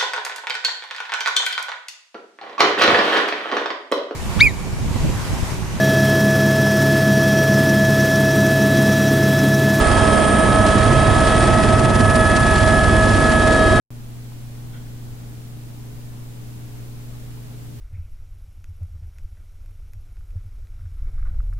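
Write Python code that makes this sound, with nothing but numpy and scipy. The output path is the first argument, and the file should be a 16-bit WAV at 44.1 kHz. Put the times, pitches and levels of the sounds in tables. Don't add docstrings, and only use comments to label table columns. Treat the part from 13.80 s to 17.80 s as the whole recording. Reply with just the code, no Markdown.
import sys
import numpy as np
from scipy import signal
from scipy.fft import rfft, irfft
from scipy.io import wavfile
from scipy.ndimage import uniform_filter1d

SR = 44100
rng = np.random.default_rng(int(sys.argv[2]) if len(sys.argv) > 2 else 0)


def transcribe(signal):
    frames = np.atleast_2d(signal).T
    limited = np.clip(frames, -1, 1)
    pcm = np.round(limited * 32767).astype(np.int16)
    wavfile.write(sys.argv[1], SR, pcm)


N = 176400

# mains_multiple, midway_level_db, drift_db_per_s, left_louder_db, left_lead_rad
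HUM_TONES = [(1, -53.5, -1, -15, 1.4), (2, -35.5, -0.23, 0.7, -0.21), (4, -49.5, -.5, -.8, -0.18),
             (5, -54, 0.77, 0.2, -0.041), (7, -58, 1.3, 4, 1.52), (8, -70.5, -2, -1, .3)]
# pitch_hz, level_db, left_lead_rad
MOTOR_TONES = [(12.2, -45.5, 0.35), (25.7, -53.5, .5), (30.8, -54, 2.1), (42.8, -51.5, .4), (91.2, -63, 3),
               (108.2, -58, .2), (146.1, -53, .2), (215.4, -57, .3), (829, -74, 0.87), (1513, -79, 1)]
# start_s, level_db, pitch_hz
TICKS = [(.5205, -33.5, 1000), (1.226, -40, 850)]
# start_s, length_s, level_db, brightness_db_per_octave
SCUFFS = [(.928, .045, -51.3, -2), (.985, .03, -62, 1), (1.063, .004, -60, 1), (1.143, .012, -61, 6)]
# pitch_hz, width_hz, level_db
SURFACE_RINGS = [(1470, 250, 1), (1974, 140, -1), (2200, 100, -2.5), (3270, 570, -5)]
# pitch_hz, level_db_per_hz
AIR_SHARED = [(10, -66.5), (55, -64), (90, -70.5), (170, -70.5), (300, -76), (500, -82), (800, -85.5),
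              (1200, -90), (2500, -96.5), (5000, -108), (16000, -125)]
# pitch_hz, level_db_per_hz
AIR_OPPOSITE = [(10, -69), (45, -64.5), (90, -69.5), (170, -74.5), (300, -78), (500, -83.5), (800, -87.5),
                (1200, -89), (2500, -96), (5000, -101), (16000, -118)]
# pitch_hz, level_db_per_hz
MIC_HISS = [(500, -97), (3000, -91), (5500, -92.5), (7300, -92), (8800, -93), (12000, -93), (15500, -93.5)]
# time_s, gain_db
VOLUME_CURVE = [(.1, -1.6), (.45, -0.5), (1.1, -0.75), (2, -1), (3, -0.5), (4, -0.9)]

MAINS_HZ, WAVERS_PER_S = 60.01, 3
RUMBLE_BELOW_HZ = 75
RUMBLE_LEFT_DB, AIR_LEFT_DB, HISS_LEFT_DB = 2, 0.4, -0.5


def pump(t, main_waver_db=0.15, other_waver_db=0.6):
    out = 0
    for multiple, db, drift, left_db, lead in HUM_TONES:
        waver_db = main_waver_db if round(multiple) == 2 else other_waver_db
        level_db = db + drift * (t - t.mean()) + waver_db * wander(WAVERS_PER_S)
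        phase = 2 * np.pi * round(multiple) * MAINS_HZ * t
        out = out + undb(level_db) * pan(left_db) * stereo_tone(phase, lead)
    return out


def motors(t, waver_db=3.5, waver_rad=0.52):
    out = 0
    for hz, db, lead in MOTOR_TONES:
        gain = undb(db + waver_db * wander(WAVERS_PER_S))
        sides = pan(RUMBLE_LEFT_DB if hz < RUMBLE_BELOW_HZ else AIR_LEFT_DB)
        phase = 2 * np.pi * hz * t + waver_rad * wander(WAVERS_PER_S)
        out = out + gain * sides * stereo_tone(phase, lead)
    return out


def ticks(t, fade_s=0.0006):
    out = 0
    for start, db, hz in TICKS:
        age = np.maximum(t - start, 0)
        out = out + undb(db) * np.exp(-age / fade_s) * np.sin(2 * np.pi * hz * age)
    return out


def scuffs(t, rise_s=0.0039, fade_s=0.022, slips_per_s=1500):
    out = 0
    lowest_hz = SURFACE_RINGS[0][0]
    for start, length, db, brightness in SCUFFS:
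        slips = rng.standard_normal((3, N)) * (rng.random((3, N)) < slips_per_s / SR)
        push = slips[:2] + slips[2]
        ring = 0
        for hz, width, ring_db in SURFACE_RINGS:
            gain = undb(ring_db + brightness * np.log2(hz / lowest_hz))
            ring = ring + gain * resonate(push, hz, width)
        rise = np.clip((t - start) / rise_s, 0, 1)
        fade = np.exp(-np.maximum(t - start - length, 0) / fade_s)
        out = out + undb(db) * rise * fade * ring / ring.std()
    return out


def room_air(swell_db=0.15, rumble_flicker_db=2, air_flicker_db=1.0):
    out = 0
    swell = swell_db * wander(per_s=2.33)
    octave = np.log2(np.maximum(np.arange(N // 2 + 1) * SR / N, 1))
    for centre in range(3, 15):
        window = np.sqrt(np.maximum(1 - abs(octave - centre), 0))
        is_rumble = 2 ** centre < RUMBLE_BELOW_HZ
        band = noise(AIR_SHARED, window) + np.array([[1], [-1]]) * noise(AIR_OPPOSITE, window)
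        flicker = (rumble_flicker_db if is_rumble else air_flicker_db) * wander(per_s=20)
        out = out + band * undb(swell + flicker) * pan(RUMBLE_LEFT_DB if is_rumble else AIR_LEFT_DB)
    return out


def microphone_hiss():
    return np.array([noise(MIC_HISS), noise(MIC_HISS)]) * pan(HISS_LEFT_DB)


def undb(db):
    return 10 ** (np.asarray(db) / 20)


def wander(per_s):
    hold = int(SR / per_s)
    steps = np.repeat(rng.standard_normal(256), hold)[:N]
    return 1.3 * uniform_filter1d(uniform_filter1d(steps, hold), hold)


def pan(left_db):
    return undb(np.array([[left_db], [-left_db]]) / 2)


def noise(points, window=1):
    hz, db = np.array(points).T
    all_hz = np.arange(N // 2 + 1) * SR / N
    level_db = np.interp(np.log(np.maximum(all_hz, 1)), np.log(hz), db)
    gain = undb(level_db) * np.sqrt(SR / 2)
    return irfft(rfft(rng.standard_normal(N)) * gain * window, N)


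def resonate(x, hz, width):
    b, a = signal.iirpeak(hz, hz / width, fs=SR)
    return signal.lfilter(b, a, signal.lfilter(b, a, x))


def stereo_tone(phase, lead):
    return np.sqrt(2) * np.sin(phase + rng.uniform(0, 2 * np.pi) + np.array([[lead], [-lead]]) / 2)


def scene():
    t = np.arange(N) / SR
    return pump(t) + motors(t) + room_air() + microphone_hiss() + scuffs(t) + ticks(t)


def record(dry):
    cut_in_s, quiet_db, top_hz = 0.105, -65, 15750
    t = np.arange(N) / SR
    volume_db = np.interp(t, *np.array(VOLUME_CURVE).T)
    gain = undb(np.where(t < cut_in_s, quiet_db, volume_db))
    treble_cut = signal.ellip(12, .1, 80, top_hz, fs=SR, output="sos")
    return signal.sosfilt(treble_cut, dry * gain)


dry = scene()
out = record(dry)
transcribe(out)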